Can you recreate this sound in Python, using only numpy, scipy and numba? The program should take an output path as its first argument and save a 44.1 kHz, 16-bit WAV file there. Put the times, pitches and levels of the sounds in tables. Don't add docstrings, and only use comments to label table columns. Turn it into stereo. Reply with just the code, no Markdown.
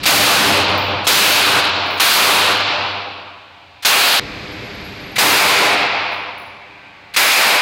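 import sys
import numpy as np
from scipy import signal
from scipy.fft import rfft, irfft, next_fast_len
from scipy.io import wavfile
from scipy.ndimage import uniform_filter1d
from numba import njit

SR = 44100
rng = np.random.default_rng(int(sys.argv[2]) if len(sys.argv) > 2 else 0)


def wav_out(sig):
    wavfile.write(sys.argv[1], SR, np.round(np.clip(np.atleast_2d(sig).T, -1, 1) * 32767).astype(np.int16))


N = 335601
CUT_S = 4.196
OVERLOAD_DB = -4.5
STEP = 32

# time [t/s], blast before the crowding of echoes, over the overload point [level/dB],
# extra bass [level/dB], early thud and boom of the low mode, both against the blast [level/dB],
# bolt rattle at its peak [level/dB]
SHOTS = [(0.0556, 13, 8, -11, -7, -21), (1.068, 12.5, -1.5, 8, -14.5, -30.5),
         (1.9974, 12.5, -2.8, -13, -14.5, -34), (3.848, 10.5, -11.5, -20, -24, -29.5),
         (5.181, 12, -5, 10, -21.5, -21.5), (7.162, 12.5, -12.5, -17, -23, -26.5)]
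# pitch [f/Hz], relative strength per Hz [level/dB], time to fall by 60 dB once
# the fall is under way [t/s], likeness of left and right [-1..1]
HALL_ECHO = [(40, -19, 2.5, 0.76), (98.7, -3.5, 1.72, 0.98), (202, -4.5, 1.36, 0.61), (292, -3, 1.82, 1),
             (400, -2.5, 1.497, 0.83), (726, -1, 1.74, 0.62), (1103, -2, 1.655, 0.12),
             (1976, -3.5, 1.29, -0.41), (2560, -2, 1.486, 0.27), (4000, -4.5, 1.274, -0.093),
             (5000, -3, 1.34, -0.013), (6800, -4.5, 0.72, 0.1), (10500, -12.5, 0.52, -0.8),
             (17100, -43.5, .4, 0)]


def undb(db):
    return 10 ** (np.asarray(db) / 20)


def unit(x):
    return x / np.sqrt(np.mean(x ** 2))


def over_hz(table, hz):
    f, *columns = np.transpose(table)
    return [np.interp(np.log(np.maximum(hz, 1)), np.log(f), c) for c in columns]


def narrow(hz, width_hz):
    b, a = signal.iirpeak(hz, hz / width_hz, fs=SR)
    return unit(signal.lfilter(b, a, rng.standard_normal(N)))


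def diffuse(size):
    # pitch [f/Hz], share the walls return [0..1]
    returned = [(150, 0.1), (300, .7), (700, 0.64), (1200, 0.15), (2500, 0.027)]
    flutter_s = .00998
    hz = np.arange(size // 2 + 1) * SR / size
    like = np.clip(over_hz(HALL_ECHO, hz)[2], -1, 1)
    mid, side = rfft(rng.standard_normal((2, size)))
    share = np.clip(over_hz(returned, hz)[0], 0, 1)
    back = share * np.exp(-2j * np.pi * hz * flutter_s)
    pair = np.sqrt(1 + like) * mid + np.sqrt(1 - like) * side * np.array([[1], [-1]])
    return hz, pair * (1 + back) / np.sqrt(1 + abs(back) ** 2)


def walk(rate):
    k = int(SR / STEP / rate)
    held = np.repeat(rng.standard_normal(N // 1000), k)[:N // STEP + 1]
    return uniform_filter1d(uniform_filter1d(held, k), k)


def full(envelope):
    return np.interp(np.arange(N), np.arange(len(envelope)) * STEP, envelope)


def air():
    # pitch [f/Hz], relative strength per Hz [level/dB]
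    rush_colour = [(18, -44), (30, 11.5), (100, 7), (345, -3.5), (415, -5), (449, -7), (600, -9.5),
                   (937, -16), (2350, -15), (4910, -17), (9220, -36), (11700, -45), (16000, -49.5)]
    # before the cut, after the cut [level/dB]
    faint_db = [-53.5, -47]
    # time [t/s], strength added [level/dB]
    whistle_swells = [(4.51, -58), (4.64, -56), (4.74, -60), (4.835, -48), (5.0, -53), (5.05, -57),
                      (5.115, -54)]
    loud_db, sag_db_per_s = -26.5, 4.5
    whistle_hz, whistle_width_hz, whistle_db = 11500, 60, -64
    rise_s, whistle_t60_s = .012, 0.28

    size, t = next_fast_len(N), np.arange(N) / SR
    hz, pair = diffuse(size)
    rush = irfft(pair * undb(over_hz(rush_colour, hz)[0]), size)[:, :N]

    starts = np.array(SHOTS)[:, 0]
    late = t > CUT_S
    loud = t < np.where(late, starts[starts > CUT_S][0], starts[0])
    sagging_db = loud_db - sag_db_per_s * (t - late * CUT_S)
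    air_db = np.where(loud, sagging_db, np.where(late, faint_db[1], faint_db[0]))

    swell = undb(whistle_db)
    for s, db in whistle_swells:
        age = np.maximum(t - s, 0)
        swell = swell + np.minimum(age / rise_s, 1) * undb(db - 60 * age / whistle_t60_s)
    whistle = np.array([narrow(whistle_hz, whistle_width_hz) for _ in range(2)])
    whistle = whistle * swell * (loud & late)
    return unit(rush) * undb(air_db) + whistle


def fan():
    # pitch [f/Hz], relative strength per Hz [level/dB]
    fan_colour = [(18, -60.5), (30, -28.5), (86, 6), (239, -16.5), (295, -2), (355, -17.5), (415, -7.5),
                  (449, -22.5), (760, -6.5), (889, -2), (1070, -11.5), (2480, -7), (16000, -42)]
    # pitch [f/Hz], strength [level/dB]
    fan_tones = [(511.4, -64.5), (565.2, -59), (710.6, -58.5), (904.4, -66), (995.9, -61), (1125, -59.5),
                 (1556, -64.5), (2363, -62)]
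    noise_db, turn_s, repeat = -47, .0354, .55
    size = next_fast_len(N)
    hz, pair = diffuse(size)
    turn = repeat * np.exp(-2j * np.pi * hz * turn_s)
    noise = irfft(pair * undb(over_hz(fan_colour, hz)[0]) / (1 - turn), size)[:, :N]
    out = unit(noise) * undb(noise_db)
    for f, db in fan_tones:
        tone = narrow(f, 2.5)
        out += undb(db) * np.array([tone, tone[::-1]])
    return out


def bolt():
    lead_s, length_s = 0.025, 0.028
    out, t = np.zeros((2, N)), np.arange(N) / SR
    sos = signal.butter(1, [1500, 6000], "band", fs=SR, output="sos")
    rattle = unit(signal.sosfilt(sos, rng.standard_normal((2, N))))
    for s, *_, db in SHOTS:
        progress = np.clip((t - s + lead_s) / length_s, 0, 1)
        out += undb(db) * np.sin(np.pi * progress ** 0.69) * rattle
    return out


def dying(levels_db, t60, build):
    direct_db, walls_wait_s = -21.5, .003
    hold_s = .2
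    crowd_db, crowd_s = 5.5, .63
    t, energy = np.arange(N // STEP + 1) * STEP / SR, 0
    for (s, *_), db in zip(SHOTS, levels_db):
        age = np.maximum(t - s, 0)
        heard = (t > s) & ((t < CUT_S) | (s > CUT_S))
        walls = (1 - np.exp(-np.maximum(age - walls_wait_s, 0) / build)) ** 3
        fill = undb(2 * direct_db) + walls
        spent = age ** 2 / (age + hold_s)
        crowd = crowd_db * np.exp(-(age / crowd_s) ** 6)
        energy = energy + heard * fill * undb(2 * (db + crowd) - 120 * spent / t60)
    return np.sqrt(energy)


def hall():
    build_s = 0.021
    surge_db, surge_rate = 1.5, 11.
    lump_db, lump_rate = 6.5, 28.
    bunched_s = 0.74
    thud_t60_s, thud_build_s = 0.617, .06
    boom_hz, boom_t60_s, boom_build_s = 95.3, 1.92, 0.5

    size = next_fast_len(N)
    hz, pair = diffuse(size)
    pair = pair * undb(over_hz(HALL_ECHO, hz)[0])
    pair = (pair / np.sqrt(np.mean(irfft(pair, size) ** 2))).astype(np.complex64)
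    starts, blast_db, bass_db, thud_db, boom_db, _ = np.transpose(SHOTS)
    t = np.arange(N // STEP + 1) * STEP / SR
    since_shot = np.where(t[:, None] > starts, t[:, None] - starts, np.inf).min(axis=1)
    bunched = np.exp(-(since_shot / bunched_s) ** 2)
    thud = dying(blast_db + thud_db, thud_t60_s, thud_build_s)
    lumps = lump_db * walk(lump_rate)

    place, echo = np.log2(np.maximum(hz, 1) / 40).astype(np.float32) * 1.5, 0
    for band in range(14):
        centre = 40 * 2 ** (band / 1.5)
        bassy = 1 / (1 + (centre / 350) ** 2)
        t60 = over_hz(HALL_ECHO, centre)[1]
        fade = dying(blast_db + bassy * bass_db, t60, build_s * (centre / 100) ** -.4)
        fade = np.hypot(fade, bassy * thud)
        uneven_db = bunched * (surge_db * walk(surge_rate) + lumps / (1 + centre / 2500))
        in_band = (pair * np.clip(1 - abs(place - band), 0, 1))[:, place < band + 1]
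        echo = echo + irfft(in_band, size)[:, :N] * full(fade * undb(uneven_db))

    phase = 2 * np.pi * np.cumsum(full(boom_hz + 3.98 * walk(14.))) / SR
    waver = undb(4.9 * np.array([walk(16.), walk(16.)]))
    swell = dying(blast_db + boom_db, boom_t60_s, boom_build_s) * waver
    tones = np.sin(phase + [[0], [1.1]]) * undb([[2.5], [-2.5]])
    boom = tones * [full(side) for side in swell]
    return (echo + boom) * undb(OVERLOAD_DB)


def cases():
    # time [t/s], low, middle and top ring at their start [level/dB]
    bounces = [(.779, -60, -29, -52), (1.758, -77, -54, -62), (1.859, -50, -49, -52),
               (1.905, -54, -40, -43), (2.680, -77, -56, -57), (2.871, -76, -67, -62),
               (5.844, -71, -59, -72), (6.119, -56, -54, -56), (6.380, -52, -54, -55)]
    # pitch [f/Hz], time to fall by 60 dB [t/s]
    ring_modes = [(10880, 0.56), (14900, 0.34), (15550, .4)]
    out, t = np.zeros((2, N)), np.arange(30000) / SR
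    noise = rng.standard_normal((len(bounces), 2, len(t)))
    for k, (s, *rings_db) in enumerate(bounces):
        tick = np.diff(noise[k], axis=1, prepend=0)
        ring = undb(max(rings_db) - 13.5 - 60 * t / .07) * tick
        waver = uniform_filter1d(np.array([noise[k - 1], noise[k - 2]]), size=500)
        for db, (hz, t60) in zip(rings_db, ring_modes):
            angle = 2 * np.pi * hz * t
            tone = waver[0] * np.sin(angle) + waver[1] * np.cos(angle)
            ring += undb(db - 60 * t / t60) * unit(tone)
        i = int(s * SR)
        out[:, i:i + len(t)] += ring
    return out


def colour(x, table):
    size = 1024
    hz = np.arange(size // 2 + 1) * SR / size
    ceps = irfft(np.log(undb(over_hz(table, hz))), size)
    ceps[:, 1:size // 2] *= 2
    ceps[:, size // 2 + 1:] = 0
    response = irfft(np.exp(rfft(ceps)), size)
    return signal.oaconvolve(x, response, axes=1)[:, :N]


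def smear(x):
    # centre [f/Hz], sharpness Q [no unit]
    stages = [(600, 1.2), (1400, 1.6), (2600, 2.2), (4200, 2.4), (7500, 2.2)]
    hz, q = np.transpose(stages)
    w = 2 * np.pi * hz / SR
    a, c = np.sin(w) / (2 * q), -2 * np.cos(w)
    sos = np.transpose([1 - a, c, 1 + a, 1 + a, c, 1 - a] / (1 + a)).copy()
    return signal.sosfilt(sos, x)


@njit
def follow(x, attack, release):
    e, out = 1e-6, np.empty(len(x))
    for i in range(len(x)):
        e += (x[i] - e) * (attack if x[i] > e else release)
        out[i] = e
    return out


def squeeze(x):
    limit_db, ratio, makeup_db = -20.5, 2.37, 4
    attack_s, release_s, look_ahead_s = 0.011, 0.042, .005
    loud = follow(np.abs(x).mean(axis=0), 1 / (attack_s * SR), 1 / (release_s * SR))
    ahead = int(look_ahead_s * SR)
    loud = np.append(loud[ahead:], np.full(ahead, loud[-1]))
    gain = np.minimum(undb(limit_db) / loud, 1) ** (1 - 1 / ratio)
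    return x * undb(makeup_db) * gain


def scene():
    return air() + fan() + bolt() + hall() + cases()


def record(dry):
    # pitch [f/Hz], left gain [level/dB], right gain [level/dB]
    port_colours = [
        [(100, 0, 0.5), (594, -2.5, -4), (1510, -0.5, -0.5), (1940, -5.5, -3), (2500, -5, 0.5),
         (3200, -3.5, 1.5), (4130, 0.5, 6.5), (4510, 4.5, 0.5), (5800, -5.5, -5)],
        [(100, 0.5, 0), (600, -1.5, -1), (1500, -1.5, 1.5), (1900, -4.5, 3), (2280, -4, 6), (3020, -7, 0),
         (4060, -0.5, 4), (4960, 1.5, -1.5), (5560, -7.5, -4)],
    ]
    # pitch [f/Hz], gain [level/dB]
    later_colour = [(30, -23.5), (100, -9.5), (400, -1), (2000, 6), (5000, 0.17), (8000, 0.5), (12000, 4),
                    (16000, 3)]
    top_hz = 15780
    before, after = [colour(dry, table) for table in port_colours]
    x = np.where(np.arange(N) / SR < CUT_S, before, after)
    x = np.clip(x / undb(OVERLOAD_DB), -1, 1) * undb(OVERLOAD_DB)
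    x = smear(colour(x, later_colour))
    x = np.hstack([squeeze(part) for part in np.hsplit(x, [int(CUT_S * SR)])])
    low_pass = signal.ellip(10, .2, 70, top_hz, fs=SR, output="sos")
    return signal.sosfilt(low_pass, np.clip(x, -.87, .87))


dry = scene()
out = record(dry)
wav_out(out)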